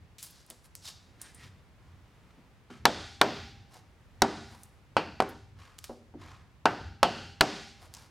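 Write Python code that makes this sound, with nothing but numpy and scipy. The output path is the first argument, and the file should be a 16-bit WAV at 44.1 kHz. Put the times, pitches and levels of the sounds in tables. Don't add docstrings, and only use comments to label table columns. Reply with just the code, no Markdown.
import sys
import numpy as np
from scipy import signal
from scipy.fft import rfft, irfft
from scipy.io import wavfile
from scipy.ndimage import uniform_filter1d

SR = 44100
rng = np.random.default_rng(int(sys.argv[2]) if len(sys.argv) > 2 else 0)


def store_pcm(level_fs):
    pcm = np.round(np.clip(level_fs, -1, 1) * 32767).astype(np.int16)
    wavfile.write(sys.argv[1], SR, np.atleast_2d(pcm).T)


N = 357210
T = np.arange(N) / SR
SIDE = np.array([[1], [-1]])


def undb(db):
    return 10 ** (np.asarray(db) / 20)

def unit(x):
    return x / np.sqrt(np.mean(x ** 2))

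def fade(t, t60):
    return np.exp(-np.log(1000) * t / t60)

def add(out, start_s, x):
    i = int(start_s * SR)
    out[i:i + len(x)] += x[:N - i]

def band(x, hz, width):
    return signal.lfilter(*signal.iirpeak(min(hz, .45 * SR), hz / width, fs=SR), x)

def steep(x, hz, width):
    return band(band(x, hz, width), hz, 2.6 * width)

def shape(x, points):
    hz, db = np.transpose(points)
    f = np.fft.rfftfreq(x.shape[-1], 1 / SR) + 1
    return irfft(rfft(x) * undb(np.interp(np.log(f), np.log(hz), db)), x.shape[-1])

def wander(rate_hz):
    hold = int(SR / rate_hz)
    steps = np.repeat(rng.standard_normal(N // hold + 1), hold)
    return 1.7 * uniform_filter1d(uniform_filter1d(steps, hold), hold)[:N]

def burst(hz, width, t60):
    t = T[:SR // 4]
    y = steep(rng.laplace(size=len(t)) * fade(t, max(t60, .003)), hz, width)
    return y / np.abs(y).max()

def click(hz, width):
    y = steep(signal.unit_impulse(SR // 20), hz, width)
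    return y / np.linalg.norm(y)


# frequency_hz, relative_density_db
HISS_SPECTRUM = [(15, -32.5), (25, -11.5), (53, 1), (153, -3.5), (200, -7.5), (309, -12.5), (373, -13.5),
                 (677, -17), (796, -16.5), (1610, -20.5), (2110, -21.5), (2990, -25.5), (16000, -45)]
# frequency_hz, side_re_mid_db
HISS_WIDTH = [(40, -21), (80, 4.5), (200, -14), (2000, -3.5), (12000, -3.5)]
# time_s, level_db
ROOM_RUMBLE = [(0.0, -57), (0.4, -70), (0.75, -61.5), (1.33, -68), (1.44, -49), (1.72, -66.5),
               (1.92, -55.5), (2.3, -75), (2.66, -63), (2.759, -52.5), (3.03, -44.5), (3.17, -52.5),
               (3.45, -46), (3.902, -62), (4.309, -51.5), (4.699, -67), (5.2, -53), (6.048, -59),
               (6.25, -46.5), (6.6, -60.5), (6.85, -48.5), (7.0, -55), (7.2, -44), (7.5, -60.5),
               (8.1, -59.5)]

def room_rumble_and_hiss(hiss_db=-62):
    def hiss_noise():
        return shape(rng.standard_normal(N), HISS_SPECTRUM)
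    hiss = unit(hiss_noise()) * undb(hiss_db + 1.1 * wander(2))
    swell_db = np.interp(T, *np.transpose(ROOM_RUMBLE)) + 2.2 * wander(9)
    rumble = unit(band(band(rng.standard_normal(N), 86, 36), 72, 140)) * undb(swell_db)
    side = shape(hiss_noise(), HISS_WIDTH) / np.std(hiss_noise())
    return hiss + rumble + undb(hiss_db) * side * SIDE


# centre_hz, level_db, t60_s
ROOM_BANDS = [(178, -25.5, 0.62), (366, -42, 0.46), (980, -35, 0.45), (2390, -44.5, 0.8),
              (4830, -37.5, 0.6), (7840, -28, 0.093), (13000, -42.5, 0.17)]

def room(x, side_db=-44.5, onset_s=.0042):
    t = T[:SR]
    onset = np.minimum(t / onset_s, 1)
    tails = np.zeros((2, SR))
    for hz, db, t60 in ROOM_BANDS:
        tails += undb(db) * fade(t, t60) * onset * band(rng.standard_normal(tails.shape), hz, .89 * hz)
    mid, side = signal.fftconvolve(x[None], tails, axes=1)[:, :N]
    return mid + undb(side_db) * side * SIDE


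# centre_hz, width_hz
RUB_BANDS = [(4500, 2800), (9800, 4000)]
# peak_s, rise_s, fall_s, dull_hz, dull_db, bright_db, airy_db
STROKES = [(0.238, 0.014, 0.021, 1000, -61.5, -52, -48.5), (0.371, 0.1, 0.046, 1490, -69, -62.5, -74),
           (0.52, 0.026, 0.01, 895, -60, -63, -83), (0.654, .012, .007, 1510, -66.5, -63.5, -61.5),
           (0.883, 0.042, .014, 1120, -56.5, -44.5, -55), (1.242, 0.038, 0.035, 1720, -55.5, -60, -74),
           (1.439, 0.059, 0.021, 1920, -54, -65, -72), (1.88, 0.058, 0.037, 1020, -68, -79, -94),
           (2.307, 0.0029, 0.003, 1380, -61.5, -96, -94), (2.706, 0.0048, 0.044, 1315, -53.5, -65, -84),
           (3.758, 0.046, 0.021, 743, -58, -63, -71), (4.531, 0.042, 0.019, 897, -57, -65.5, -73),
           (4.621, 0.068, 0.046, 1248, -73.5, -77.5, -70), (5.611, 0.033, 0.063, 1147, -56, -66.5, -76.5),
           (5.87, 0.058, 0.04, 1254, -72, -63.5, -71), (6.23, 0.034, 0.08, 1080, -53.5, -66.5, -83),
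           (7.841, 0.036, 0.017, 623, -57, -63.5, -68), (7.988, 0.05, 0.038, 960, -58.5, -60, -67.5)]

def scuffs(ring_db=-2, ring_q=6):
    out = np.zeros(N)
    grip = unit(undb(1.2 * wander(250) + 1.6 * wander(900)))
    rub = np.array([unit(grip * steep(rng.standard_normal(N), hz, width)) for hz, width in RUB_BANDS])
    for peak_s, rise, fall, hz, dull_db, *rub_db in STROKES:
        noise = rng.standard_normal(SR)
        dull = unit(steep(noise, hz, 1.3 * hz) + undb(ring_db) * steep(noise, hz, hz / ring_q))
        peak = int(peak_s * SR)
        span = slice(max(peak - SR // 3, 0), peak + SR // 2)
        t = T[span] - peak_s
        stroke = np.exp(-np.where(t < 0, (t / rise) ** 2, np.hypot(t / fall, 1) - 1))
        out[span] += stroke * (undb(dull_db) * grip[span] * dull[:len(t)] + undb(rub_db) @ rub[:, span])
    return out


# pitch_hz, level_db
LOOSE_RINGS = [(8500, -50), (9500, -48)]
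# start_s, level_db
BLADE_TOUCHES = [(1.214, 3.5), (1.347, -9)]

def blade_brushes():
    out = np.zeros(N)
    for start_s, db in BLADE_TOUCHES:
        for hz, ring_db in LOOSE_RINGS:
            add(out, start_s, undb(db + ring_db) * burst(hz, width=300, t60=.23))
    return out


# start_s, level_db, centre_hz, width_hz, t60_s
FIBRE_SNAPS = [(0.184, -40.5, 4470, 5000, 0.29), (0.228, -30, 9500, 7000, 0.069),
               (0.308, -44, 12000, 6000, .02), (0.464, -51, 9000, 4000, 0.014),
               (0.502, -30, 9200, 4930, 0.025), (0.507, -38.5, 3840, 2480, 0.02),
               (0.7529, -28.5, 6750, 4860, 0.0049), (0.76, -50, 7440, 3500, 0.044),
               (1.216, -28, 8700, 5000, 0.035), (1.346, -43.5, 8800, 2200, 0.042),
               (3.742, -44.5, 4750, 5080, 0.019), (4.634, -39.5, 9280, 4900, 0.022),
               (5.29, -40, 11500, 5000, 0.072), (5.784, -44, 4450, 6970, 0.02),
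               (5.788, -36, 4450, 7000, 0.015), (5.842, -30.5, 3990, 8000, 0.055),
               (7.939, -37.5, 4860, 6000, 0.025), (7.949, -36, 5250, 4020, 0.017),
               (7.968, -41, 5300, 3100, 0.024)]

def fibre_ticks(snap_db=8, wall_db=12):
    near, far = np.zeros((2, N))
    for start_s, db, hz, width, t60 in FIBRE_SNAPS:
        snap = click(hz, width)
        add(near, start_s, undb(db + snap_db) * snap)
        add(near, start_s, undb(db) * burst(hz, width, t60))
        add(near, start_s, undb(db) * click(hz=1700, width=5500))
        add(far, start_s, undb(db + wall_db) * snap)
    return near, far


# pitch_hz, level_db, t60_s
SLAB_MODES = [(62, -10, 0.04), (154, -16.5, 0.17), (232.5, -8, 0.34), (307.6, -4.5, 0.28),
              (393.6, -4, 0.24), (550, -6, 0.12), (709, -1, 0.12), (773.3, -0.5, 0.15), (914, 2.5, 0.1),
              (1139, -3, 0.11), (1315, 1, 0.12), (1500, 7, 0.053), (1980, -4.5, 0.05), (2600, -1, 0.032)]

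def slab_knock(contact_ms, scatter_db=3.5, detune=.015, pair_spread=.02):
    t = T[:SR // 3]
    hz, db, t60 = np.transpose(SLAB_MODES)[:, :, None]
    level, pitch, polarity, split = rng.standard_normal((4, len(SLAB_MODES), 1))
    amplitude = undb(db + scatter_db * level) * np.sign(polarity)
    modes = amplitude * np.sin(2 * np.pi * hz * (1 + detune * pitch) * t) * fade(t, t60)
    beats = np.cos(np.pi * hz * pair_spread * (1 + split / 2) * t)
    force = t[:400] * np.exp(-t[:400] * 4000 / max(contact_ms, .03))
    y = signal.fftconvolve((modes * beats).sum(axis=0), force)[:len(t)]
    return y / np.abs(y).max()


# start_s, level_db, contact_ms, thud_hz, thud_re_knock_db
SOFT_KNOCKS = [(0.503, -48.5, 0.79, 586, -1.5), (2.37, -59.5, 5.9, 236, 12), (2.7, -41.5, 0.88, 250, -1.5),
               (5.893, -34, 3.1, 534, 4.5), (6.139, -39.5, 2.7, 319, 1)]

def soft_taps(attack_s=.004):
    out = np.zeros(N)
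    for start_s, db, contact_ms, hz, thud_db in SOFT_KNOCKS:
        add(out, start_s, undb(db) * slab_knock(contact_ms))
        thud = steep(burst(hz, .34 * hz, t60=.13), hz, 3.4 * hz)
        onset = np.minimum(T[:len(thud)] / attack_s, 1)
        add(out, start_s, undb(db + thud_db) * thud * onset)
    return out


def air_swing(hz=850):
    phase = 2 * np.pi * hz * T[:int(SR / hz)]
    return np.sin(phase) * np.minimum(phase, 1)


def grain_crack(hz, crack_db):
    t60 = .016 * undb(-.16 * crack_db)
    crack = undb(crack_db) * burst(hz, width=1600, t60=t60)
    treble = undb(-10.5 + .54 * crack_db) * burst(hz=8800, width=2200, t60=t60)
    return crack + treble


# width_hz, level_db
GRIPPED_RINGS = [(400, -4), (580, -3), (800, -11)]

def blade_rings(pulse, middle_hz, top_hz, lowest_db, upper_db, lowest_hz=1440, rasp_db=-11):
    rasp = rings = 0
    voices = [(lowest_hz, lowest_db), (middle_hz, upper_db), (top_hz, upper_db)]
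    for (hz, db), (width, ring_db) in zip(voices, GRIPPED_RINGS):
        rasp += undb(rasp_db + db + ring_db) * burst(hz, width, t60=.16)
        rings += undb(db + ring_db) * steep(pulse, hz, width)
    return rasp, rings


# frequency_hz, base_db, db_per_bright_db, db_per_crack_db
WALL_SPECTRUM = [(150, 13, 0, -0.33), (510, 6.5, 0.25, 0.02), (1390, 16.5, 0.15, 0.17),
                 (2680, 12, 0.7, 0.43), (4860, 12.5, 0.57, 0.53), (9400, -2, 0.07, 0.94),
                 (15900, -14.5, 1.5, 0.3)]
# swing_db, thud_db, crack_db, lowest_ring_db, upper_rings_db, echo_bright_db
MALLET_BLOWS = [(2.8533, -7.5, 0.11, 1110, 3500, 4380, -2.5, 7.5, 10.5, -4.5, -1.5, 2.5),
                (3.213, -7, 0.067, 1320, 3500, 4590, -12.5, 7.5, 1, -8, -11, 8.5),
                (4.2193, -9, 0.24, 798, 3860, 4900, -2, 1, 7, -9.5, -5, -2.5),
                (4.967, -14.5, 0.073, 850, 2640, 4470, 7.5, -11, -8, 2, 8, 3.5),
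                (5.2022, -20, 0.1, 876, 3010, 3820, 12, 3.5, 3.5, -24, -7.5, -4.5),
                (5.2217, -24, 0.98, 890, 2980, 4260, 5.5, -13.5, -8, -6, -10, -22),
                (6.6555, -9, 0.075, 920, 2780, 4530, -4.5, 4.5, -7, 7, -3.5, 3),
                (7.0295, -8, 0.089, 1127, 2890, 4400, -6, 3, 5, 3.5, 5.5, 3.3),
                (7.4086, -7.5, 0.02, 1390, 3180, 4130, -11.5, 7.5, 10, -14, -26, 4)]

def mallet_blows(drive_db=6, bite_lag_s=.0007, edge_hz=760, edge_width_hz=190):
    near, far = np.zeros((2, N))
    pulse = signal.unit_impulse(SR // 20, idx=SR // 200)
    edge_ring = undb(.5) * steep(pulse, edge_hz, edge_width_hz)
    taper = np.hanning(2 * SR)[SR:]
    faint_tone = undb(-50.5) * np.sin(2 * np.pi * 800 * T[:SR]) * fade(T[:SR], t60=2.1) * taper
    for (start_s, db, contact_ms, thud_hz, middle_hz, top_hz,
         swing_db, thud_db, crack_db, lowest_db, upper_db, bright_db) in MALLET_BLOWS:
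        gain = undb(db + drive_db)
        slab = slab_knock(contact_ms)
        body = undb(-8.5) * burst(hz=320, width=710, t60=.32)
        edge = undb(-5) * burst(edge_hz, edge_width_hz, t60=.14)
        thud = undb(thud_db) * burst(thud_hz, 1.2 * thud_hz, t60=.032)
        crack = grain_crack(top_hz, crack_db)
        rasp, rings = blade_rings(pulse, middle_hz, top_hz, lowest_db, upper_db)
        for part in (undb(swing_db) * air_swing(), body, edge, faint_tone):
            add(near, start_s, gain * part)
        for part in (slab, thud, crack, rasp):
            add(near, start_s + bite_lag_s, gain * part)
        colour = [(hz, base + per_bright * bright_db + per_crack * crack_db)
                  for hz, base, per_bright, per_crack in WALL_SPECTRUM]
        add(far, start_s, gain * shape(pulse + rings + edge_ring, colour))
        add(far, start_s, gain * undb(-19) * slab)
    return near, far


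def scene(port_lag_s=3e-6):
    blows, blows_far = mallet_blows()
    taps = soft_taps()
    ticks, ticks_far = fibre_ticks()
    rubbing = scuffs()
    direct = blows + taps + ticks + rubbing + blade_brushes()
    handling_far = rubbing + ticks_far + undb(-5.5) * taps
    lead = port_lag_s * SR / 2 * np.gradient(direct) * SIDE
    return direct + lead + room(blows_far + undb(-2.5) * handling_far) + room_rumble_and_hiss()


def gain_control(x, knee_db, ratio, attack_s, release_db_per_s):
    pole = np.exp(-1 / (attack_s * SR))
    envelope = signal.lfilter([1 - pole], [1, -pole], np.abs(x).mean(axis=0))
    cut_db = np.maximum(20 * np.log10(envelope + 1e-9) - knee_db, 0) * (1 - 1 / ratio)
    ramp = release_db_per_s * T
    return x * undb(ramp - np.maximum.accumulate(cut_db + ramp))


# knee_db, ratio, attack_s, release_db_per_s
COMPRESSORS = [(-36.5, 1.84, 0.017, 66), (-49, 1.61, 0.00085, 64.5)]

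def record(dry, split_hz=3300, ceiling=.42, low_hz=28.8, top_hz=16300):
    low = signal.lfilter(*signal.butter(1, split_hz, fs=SR), dry)
    y = gain_control(low, *COMPRESSORS[0]) + gain_control(dry - low, *COMPRESSORS[1])
    y = y / (1 + np.abs(y / ceiling) ** 4) ** (1 / 4)
    y = signal.lfilter(*signal.butter(1, low_hz, "high", fs=SR), y)
    return signal.sosfilt(signal.ellip(8, .2, 70, top_hz, fs=SR, output="sos"), y)


dry = scene()
out = record(dry)
store_pcm(out)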